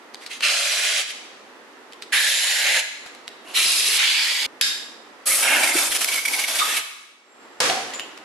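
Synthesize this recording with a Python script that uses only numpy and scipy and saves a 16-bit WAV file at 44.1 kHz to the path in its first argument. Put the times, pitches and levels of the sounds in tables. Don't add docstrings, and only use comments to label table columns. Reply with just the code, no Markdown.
import sys
import numpy as np
from scipy import signal
from scipy.fft import rfft, irfft, next_fast_len
from scipy.io import wavfile
from scipy.ndimage import uniform_filter1d

SR = 44100
rng = np.random.default_rng(int(sys.argv[2]) if len(sys.argv) > 2 else 0)


def wav_record(signal):
    frames = np.transpose(np.atleast_2d(signal))
    bounded = np.clip(frames, -1, 1)
    quanta = np.round(bounded * 32767).astype(np.int16)
    wavfile.write(sys.argv[1], SR, quanta)


N = 363384
TIME = np.arange(N) / SR

AIR_COLOURS = { "first hole": [(88, -75), (150, -59), (258, -36), (354, -31), (435, -16.5), (477, -21),
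               (565, -8), (747, -14.5), (989, -17.5), (1580, -7.5), (1870, -5.5), (2760, -2), (3860, -5.5),
               (11200, -15), (13000, -32)], "second hole": [(88, -89), (150, -61), (202, -62), (248, -26),
               (396, -35), (427, -27.5), (565, -14.5), (1150, -19.5), (1750, 1), (2400, 0), (3860, -5.5),
               (6200, -12.5), (7020, -8), (8150, -15.5), (10800, -11), (13000, -25.5)],
               "third hole": [(88, -68), (150, -33), (354, -15), (534, -17.5), (720, -13.5), (805, -19),
               (935, -13), (1730, -4.5), (2760, 3), (3720, -2.5), (4010, 1.5), (4570, -3.5), (8460, -7.5),
               (11000, -4), (13000, -21)], "far hole": [(88, -76), (150, -45), (374, -16), (451, -29),
               (575, -9.5), (747, -18), (820, -4.5), (1190, -13), (2420, 0), (4490, -4), (5410, -9),
               (10800, -15), (13000, -21.5)], "open jet": [(88, -90), (150, -60), (239, -13.5), (460, -13),
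               (565, -5.5), (1070, -14), (1260, -13), (2010, -19), (2290, -14.5), (3390, -15.5),
               (6760, -13.5), (10400, -7), (13000, -15)], "loose rag": [(88, -56), (150, -45.5),
               (248, -12.5), (368, -10), (477, -20), (544, -8.5), (747, -9), (820, -5.5), (1070, -13),
               (1550, 0.5), (2010, -3), (2290, 2.5), (4010, -5.5), (11200, -3.5), (13000, -11.5)],
               "flapping rag": [(100, -65.5), (250, -9), (700, -4.5), (1100, -3), (1600, 4.5), (2600, 8),
               (4000, 5.5), (7000, 2.5), (11000, 5), (12300, 1.5), (13200, -12)]}
# pitch_hz, left_right_correlation
NEAR_LIKENESS = [(50, .55), (200, 0.68), (700, 0.71), (2200, 0.72), (4500, 0.47), (10000, 0.41)]
# pitch_hz, left_right_correlation
ROOM_WIDTH = [(40, -0.11), (200, 0.69), (600, 0.71), (1200, 0.41), (2200, -0.021), (4500, 0.13),
              (9000, -0.21)]
# start_s, crack_db, echo_db, echo_hold_s, echo_t60_s, ring_db
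LOUD_BANGS = [(4.612, -10.5, -26, 0.059, 0.68, -28), (7.603, -12.5, -22, 0.059, 0.84, -39.5)]


def amp(db):
    return 10 ** (np.asarray(db) / 20)


def evened(x):
    return x / np.sqrt(np.mean(np.atleast_2d(x).mean(0) ** 2) + 1e-20)


def read(points, hz):
    f, value = np.transpose(points)
    return np.interp(np.log(hz + 1), np.log(f + 1), value)


def add(mix, s, sound):
    part = mix[:, max(round(s * SR), 0):][:, :sound.shape[1]]
    part += sound[:, :part.shape[1]]


def freqs(x):
    return np.fft.rfftfreq(x.shape[-1], 1 / SR)


def tinted(x, gain):
    return irfft(rfft(x) * gain, x.shape[-1])


def noise(count, likeness):
    a, b = rng.standard_normal((2, count))
    same = np.clip(read(likeness, freqs(a)), -.99, .99)
    middle = tinted(a, np.sqrt((1 + same) / 2))
    side = tinted(b, np.sqrt((1 - same) / 2))
    return np.array([middle + side, middle - side])


def wobble(count, size):
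    return evened(uniform_filter1d(rng.standard_normal(count), size))


def resonance(f, hz, width_hz):
    return 1 / (1 + ((f - hz) / width_hz * 2) ** 2)


def shaped(x, rule):
    hz, t, z = signal.stft(x, SR, nperseg=512)
    z = z * amp(rule(hz[:, None], t[None]))
    return signal.istft(z, SR, nperseg=512)[1][:, :x.shape[1]]


def patches(hz, t, size, count):
    field = rng.standard_normal((hz.size, t.size))
    field = uniform_filter1d(uniform_filter1d(field, size, 0), count, 1)
    return field / field.std()


def room_tone(pan_db=1, tone_db=-47.5, sink_s=.12, boom_db=-32.5, boom_rise_s=0.053, boom_t60=1.85):
    # pitch_hz, relative_db_per_hz
    tone_colour = [(24, -78), (40, -45), (131, -22), (188, -21), (228, -6.5), (429, -4.5), (631, -8),
                   (930, -7), (1270, -7.5), (1580, -10.5), (1830, -8.5), (2020, -9.5), (2170, -12.5),
                   (13000, -34)]
    # start_s, end_s, depth_db, recovery_s
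    tone_dips = [(0.46, 1.02, -9.5, 0.15), (2.11, 2.853, -12, .2), (3.556, 4.39, -5.5, 0.057),
                 (5.246, 7.19, -13.5, 0.25)]
    x = noise(N, ROOM_WIDTH)
    rush = evened(tinted(x, amp(read(tone_colour, freqs(x)))))
    dips = 0
    for start, end, db, recovery in tone_dips:
        dips = dips + db * np.clip(np.minimum((TIME - start) / sink_s, 1 - (TIME - end) / recovery), 0, 1)
    age = TIME - LOUD_BANGS[-1][0]
    boom = np.clip(age / boom_rise_s, 0, 1) * amp(boom_db - 60 * np.maximum(age - boom_rise_s, 0) / boom_t60)
    return rush * np.hypot(amp(tone_db + dips), boom) * amp([[-pan_db], [pan_db]])


def garage(x, delay_s=0.012):
    # pitch_hz, t60_s
    room_decay = [(200, 0.19), (1000, 1), (2300, 0.94), (6000, 0.93), (12000, 0.61)]
    tail = shaped(noise(SR, ROOM_WIDTH), lambda hz, t: -60 * t / read(room_decay, hz))
    tail *= np.clip(TIME[:SR] / delay_s - 1, 0, 1)
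    return signal.fftconvolve(x.mean(0)[None], tail / np.linalg.norm(tail[0]), axes=1)[:, :N]


def thump(s, db, length):
    # pitch_hz, relative_db_per_hz
    thump_colour = [(20, -2.5), (60, -8), (200, -14.5), (500, 4), (1200, -11.5), (4000, -51)]
    x = noise(8192, NEAR_LIKENESS)
    t = (np.arange(x.shape[1]) - x.shape[1] / 2) / SR
    dull = evened(tinted(x, amp(read(thump_colour, freqs(x)))))
    return s + t[0], dull * amp(db) * np.exp(-2 * (t / length) ** 2)


def ring(s, rise, t60, hz, width_hz, db):
    x = noise(SR, ROOM_WIDTH)
    t = np.arange(SR) / SR
    band = evened(tinted(x, resonance(freqs(x), hz, width_hz)))
    return s, band * np.minimum(t / rise, 1) * amp(db - 60 * np.maximum(t - rise, 0) / t60)


def bang(row, colour, modes, crack_t60=0.029, crack_tilt_db=2, treble_loss=0.25, grain_db=-0.1):
    s, crack_db, echo_db, hold, t60, ring_db = row
    t = np.arange(SR) / SR
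    f = freqs(t)
    tint_db = read(colour, f)
    crack = evened(tinted(noise(SR, NEAR_LIKENESS), amp(tint_db + crack_tilt_db * np.log2(1 + f / 2000))))
    crack = crack * amp(crack_db - 60 * t / crack_t60)
    echo = evened(tinted(noise(SR, ROOM_WIDTH), amp(tint_db)))

    def fade(hz, age):
        return -60 * np.maximum(age - hold, 0) / t60 * (1 + treble_loss * (hz / 10000) ** 2)

    echo = shaped(echo, fade) * amp(grain_db * wobble(SR, size=60))
    rings = sum(ring(s, 0.013, decay, hz, width, ring_db + db)[1] for hz, width, db, decay in modes)
    return s, crack + amp(echo_db) * echo + rings


def tick(s, db, hz, t60, ring_db=2, ring_width_hz=1100, trim_db=-10.5, contact_db=1, contact_s=0.00069):
    # pitch_hz, relative_db_per_hz
    tick_colour = [(150, -31), (600, -3), (2000, 0.5), (4600, 1), (6300, -5.5), (8200, -4.5),
                   (10000, -10.5), (13000, -16)]
    graze_s, graze_db = .005, -15
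    rebound_s, rebound_db = 0.0097, -9
    x = noise(8192, NEAR_LIKENESS)
    f, t = freqs(x), np.arange(x.shape[1]) / SR
    metal = amp(read(tick_colour, f)) * (1 + amp(ring_db) * resonance(f, hz, ring_width_hz))
    x = evened(tinted(x, metal))
    touch = amp(contact_db) * np.exp(-t / contact_s) + amp(-60 * t / max(t60, .005))
    hits = ((0, graze_db), (graze_s, 0), (graze_s + rebound_s, rebound_db))
    touches = [amp(level) * np.interp(t - delay, t, touch, left=0) for delay, level in hits]
    return s - graze_s, x * amp(db + trim_db) * np.linalg.norm(touches, axis=0)


def jet(colour, count, ripple_db=2.3, swirl_db=1.18):
    # pitch_hz, left_minus_right_db
    jet_balance = [(300, -2.5), (2200, -2.5), (4500, -1.4), (9000, 0.1)]

    def unevenness(f, t):
        return ripple_db * patches(f, t, size=2, count=40) + swirl_db * patches(f, t, size=12, count=3)

    air = shaped(noise(count, NEAR_LIKENESS), unevenness)
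    f = freqs(air)
    return tinted(air, amp(read(colour, f) + np.outer([.5, -.5], read(jet_balance, f))))


def surge(s, length, hiss_db, whistle_db, waver=0.0338, rise_share=0.56, spit_db=2, pan_db=2.0):
    whistle_hz, middling_db = 2264, -24
    hz_per_db, droop = 9, .04
    air = evened(jet(AIR_COLOURS["flapping rag"], count=8192))
    t = (np.arange(air.shape[1]) - air.shape[1] / 2) / SR
    puff = np.exp(-2 * (t / (length * np.where(t < 0, rise_share, 1))) ** 2)
    note_hz = whistle_hz + hz_per_db * (hiss_db - middling_db)
    hz = note_hz * (1 - droop * (1 - puff) + waver * wobble(len(t), size=120))
    whistle = np.sqrt(2) * np.sin(2 * np.pi * np.cumsum(hz) / SR) * amp([[-pan_db], [pan_db]])
    breath = amp(hiss_db) * air + amp(whistle_db) * whistle
    return s + t[0], breath * amp(spit_db * wobble(len(t), size=120)) * puff


def blast(start, end, rise, fall, rumble_db, roar_db, hiss_db, onset_db, roar_sag, hiss_sag, colour,
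          rumble_swell_share=0.76, hiss_onset_share=0.059, sputter_db=0.57, flutter_db=.5,
          rumble_trim_db=-1.5, roar_trim_db=-3.0, hiss_trim_db=-.5, low_hz=1200, high_hz=3300):
    # centre_s, length_s, rise_db
    swells = [(2.705, 0.15, 4.5), (2.78, 0.025, 3.5), (3.943, 0.065, 5), (5.547, 0.068, 5.5)]
    # centre_s, length_s
    chokes = [(5.722, 0.014), (5.98, 0.0067), (6.07, 0.0056), (6.233, 0.047), (6.467, 0.011)]
    onset_s, choke_db = 0.075, -6.5
    t = np.arange(0, end - start + fall, 1 / SR)
    air = jet(AIR_COLOURS[colour], count=next_fast_len(len(t) + int(SR / 10)))
    f = freqs(air)
    above_low, above_high = (1 / (1 + (edge / (f + 1)) ** 10) for edge in (low_hz, high_hz))
    shares = (1 - above_low, above_low - above_high, above_high)
    swell = sum(db * np.exp(-((start + t - s) / length) ** 2) for s, length, db in swells)
    onset = onset_db * np.exp(-(np.maximum(t - rise, 0) / onset_s) ** 2)
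    rumble = rumble_db + rumble_trim_db + rumble_swell_share * swell
    roar = roar_db + roar_trim_db + swell + onset - roar_sag * t
    hiss = hiss_db + hiss_trim_db + hiss_onset_share * onset - hiss_sag * t
    out = 0
    for share, level in zip(shares, (rumble, roar, hiss)):
        out = out + evened(tinted(air, share))[:, :len(t)] * amp(level)
    unrest = sputter_db * wobble(air.shape[1], size=130) + flutter_db * wobble(air.shape[1], size=1500)
    fade = np.clip(np.minimum(t / rise, (t[-1] - t) / fall), 0, 1)
    choke = choke_db * sum(np.exp(-((start + t - s) / length) ** 2) for s, length in chokes)
    return start, out * amp(unrest[:len(t)] + choke) * fade


def scene(air_room_db=-8, tick_room_db=-7, bang_pan_db=0.46, cut_hz=110):
    # centre_s, level_db, length_s
    low_thumps = [(3.064, -46, 0.0093), (3.885, -52, .03), (4.463, -38, 0.0049), (4.614, -41, 0.0049),
                  (5.905, -40, .015), (7.615, -50, 0.036)]
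    # start_s, rise_s, t60_s, pitch_hz, width_hz, level_db
    hose_rings = [(7.2, 0.12, 3.4, 7520, 130, -64.5), (7.69, 0.0044, 0.69, 740, 130, -25.5),
                  (7.935, 0.0045, 0.42, 7070, 240, -37), (7.996, .004, 0.32, 2980, 450, -38)]
    # pitch_hz, relative_db_per_hz
    bang_colours = [
        [(59, -82), (100, -65), (326, -35), (451, -47), (565, -37), (849, -27), (1360, -13), (1630, -6.5),
         (2350, -5), (3680, -2), (8310, -11.5), (11500, -10.5), (13000, -36.5)],
        [(29, -70), (50, -49), (118, -15), (370, -21), (500, -1.5), (603, -12.5), (779, -16), (895, -8.5),
         (1270, -10.5), (1640, -6.5), (5890, -11), (11000, -19.5), (13000, -31)],
    ]
    # pitch_hz, width_hz, db_above_ring_level, t60_s
    bang_modes = [
        [(1655, 62, -5, 0.67), (3724, 130, -0.5, 0.73), (4990, 840, 1, 0.7), (7360, 160, -6, 0.66)],
        [(493, 110, -2, .5), (780, 120, -2, 0.77), (1250, 230, 7, 0.56)],
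    ]
    # landing_s, level_before_trim_db, main_ring_hz, t60_s (at least 0.005)
    metal_knocks = [(.145, -19, 4200, 0.017), (.263, -21.5, 4300, 0.063), (.407, -18.5, 2410, 0.06),
                    (1.924, -30, 3100, .02), (1.933, -29.5, 3100, .035), (2.023, -21.5, 4200, 0.058),
                    (3.062, -28, 1790, 0.13), (3.149, -32, 10500, .03), (3.279, -21, 4000, 0.03),
                    (7.699, -9.5, 2000, .03), (7.905, -24, 2800, .02), (7.935, -21, 2290, 0.13),
                    (7.996, -15, 2860, 0.031), (8.176, -26.5, 1640, 0.028)]
    # start_s, rise_s, t60_s, pitch_hz, width_hz, level_db
    hole_tones = [(2.125, .015, 0.35, 2060, 696, -23.5), (2.19, 0.063, 0.45, 3750, 1300, -30),
                  (2.635, 0.037, 0.28, 2220, 690, -22.5), (3.551, 0.012, 0.23, 2900, 500, -25),
                  (3.62, 0.048, 2, 5030, 140, -28.5), (3.985, 0.024, 0.39, 2190, 450, -25),
                  (4.04, .06, 2.6, 4600, 220, -30), (5.748, 0.0086, 0.077, 343, 110, -26.5),
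                  (6.585, 0.013, 0.22, 3640, 180, -24), (6.59, 0.03, 0.19, 1226, 170, -22.5)]
    # centre_s, length_s, hiss_db, whistle_db
    rag_surges = [ (5.318, 0.034, -30.5, -24), (5.433, 0.012, -26.5, -21.5), (5.48, 0.011, -30.5, -19.5),
                  (5.535, 0.029, -32, -23.5), (5.636, .015, -20.5, -20.5), (5.68, 0.029, -33.5, -24),
                  (5.718, 0.022, -35, -26), (5.781, 0.04, -21, -29.5), (5.921, 0.021, -22, -45),
                  (5.955, 0.03, -21, -44), (6.018, 0.03, -22.5, -50), (6.046, 0.0049, -20, -27),
                  (6.089, .016, -23.5, -23), (6.13, 0.037, -23, -28), (6.158, .011, -25, -22),
                  (6.183, 0.03, -29, -26), (6.257, 0.013, -23, -20.5), (6.283, 0.0095, -25, -20.5),
                  (6.34, .02, -23.5, -21), (6.398, 0.033, -26, -29), (6.442, 0.0089, -27.5, -22),
                  (6.49, 0.041, -27.5, -36), (6.56, 0.022, -23.5, -39), (6.596, 0.032, -23.5, -32),
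                  (6.69, 0.021, -29.5, -44), (6.772, .02, -23, -26)]
    # start_s, end_s, rise_s, fall_s, rag_rumble_db, hole_roar_db,
    # jet_hiss_db (all three before trim), onset_db, roar_sag_db_per_s, hiss_sag_db_per_s, colour_name
    air_stretches = [ (.2, .243, 0.018, 0.016, -60, -44, -49, -0.5, 0, -42, "first hole"),
                     (.293, .332, 0.02, 0.076, -60, -38.5, -38.5, 4.5, 0, 0, "first hole"),
                     (.418, 1.008, 0.021, 0.0385, -39.5, -25.5, -25, 8.5, -2, 1, "first hole"),
                     (1.06, 1.11, 0.051, 0.018, -51, -33, -35, 0.5, 0, 6, "first hole"),
                     (2.12, 2.8, .015, .02, -41.5, -24.5, -22.5, 8.5, 2, 4, "second hole"),
                     (3.43, 3.54, .06, 0.014, -44, -49.5, -53.5, 4.5, -35, -89, "third hole"),
                     (3.537, 3.975, 0.031, 0.02, -42.5, -28.5, -22, 7.5, -4, -1, "third hole"),
                     (3.97, 4.461, 0.027, 0.0055, -45, -19, -22.5, -2.5, 15.5, 11.5, "far hole"),
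                     (5.255, 5.425, 0.018, 0.035, -37.5, -27.5, -17, -0.5, 1, 16.5, "open jet"),
                     (5.424, 5.86, .006, 0.052, -32, -23, -24.5, 0.5, 9.5, -4.5, "loose rag"),
                     (5.885, 6.785, .025, 0.035, -38.5, -39, -29.5, -14, -13, -2.5, "flapping rag")]
    # cut_begins_s, cut_ends_s, air_silent_until_s
    edit_cut = (4.463, 4.466, 5.2)

    air, ticks, bangs, thumps = np.zeros((4, 2, N))
    layers = ((air_stretches, blast, air), (rag_surges, surge, air), (hole_tones, ring, air),
              (metal_knocks, tick, ticks), (hose_rings, ring, bangs), (low_thumps, thump, thumps))
    for table, source, mix in layers:
        for row in table:
            add(mix, *source(*row))
    for parts in zip(LOUD_BANGS, bang_colours, bang_modes):
        add(bangs, *bang(*parts))
    sounding = np.interp(TIME, edit_cut[:2], [1, 0]) + (TIME > edit_cut[2])
    air = (air + amp(air_room_db) * garage(air)) * sounding
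    ticks = ticks + amp(tick_room_db) * garage(ticks)
    out = air + ticks + bangs * amp([[-bang_pan_db], [bang_pan_db]]) + room_tone()
    highpass = signal.butter(2, cut_hz, "highpass", fs=SR, output="sos")
    return signal.sosfilt(highpass, out) + thumps


def record(dry, ceiling=0.85, edge_hz=12950):
    limited = dry / (1 + (dry / ceiling) ** 6) ** (1 / 6)
    lowpass = signal.firwin(161, edge_hz, window=("kaiser", 9), fs=SR)
    return signal.oaconvolve(limited, lowpass[None], "same")


dry = scene()
out = record(dry)
wav_record(out)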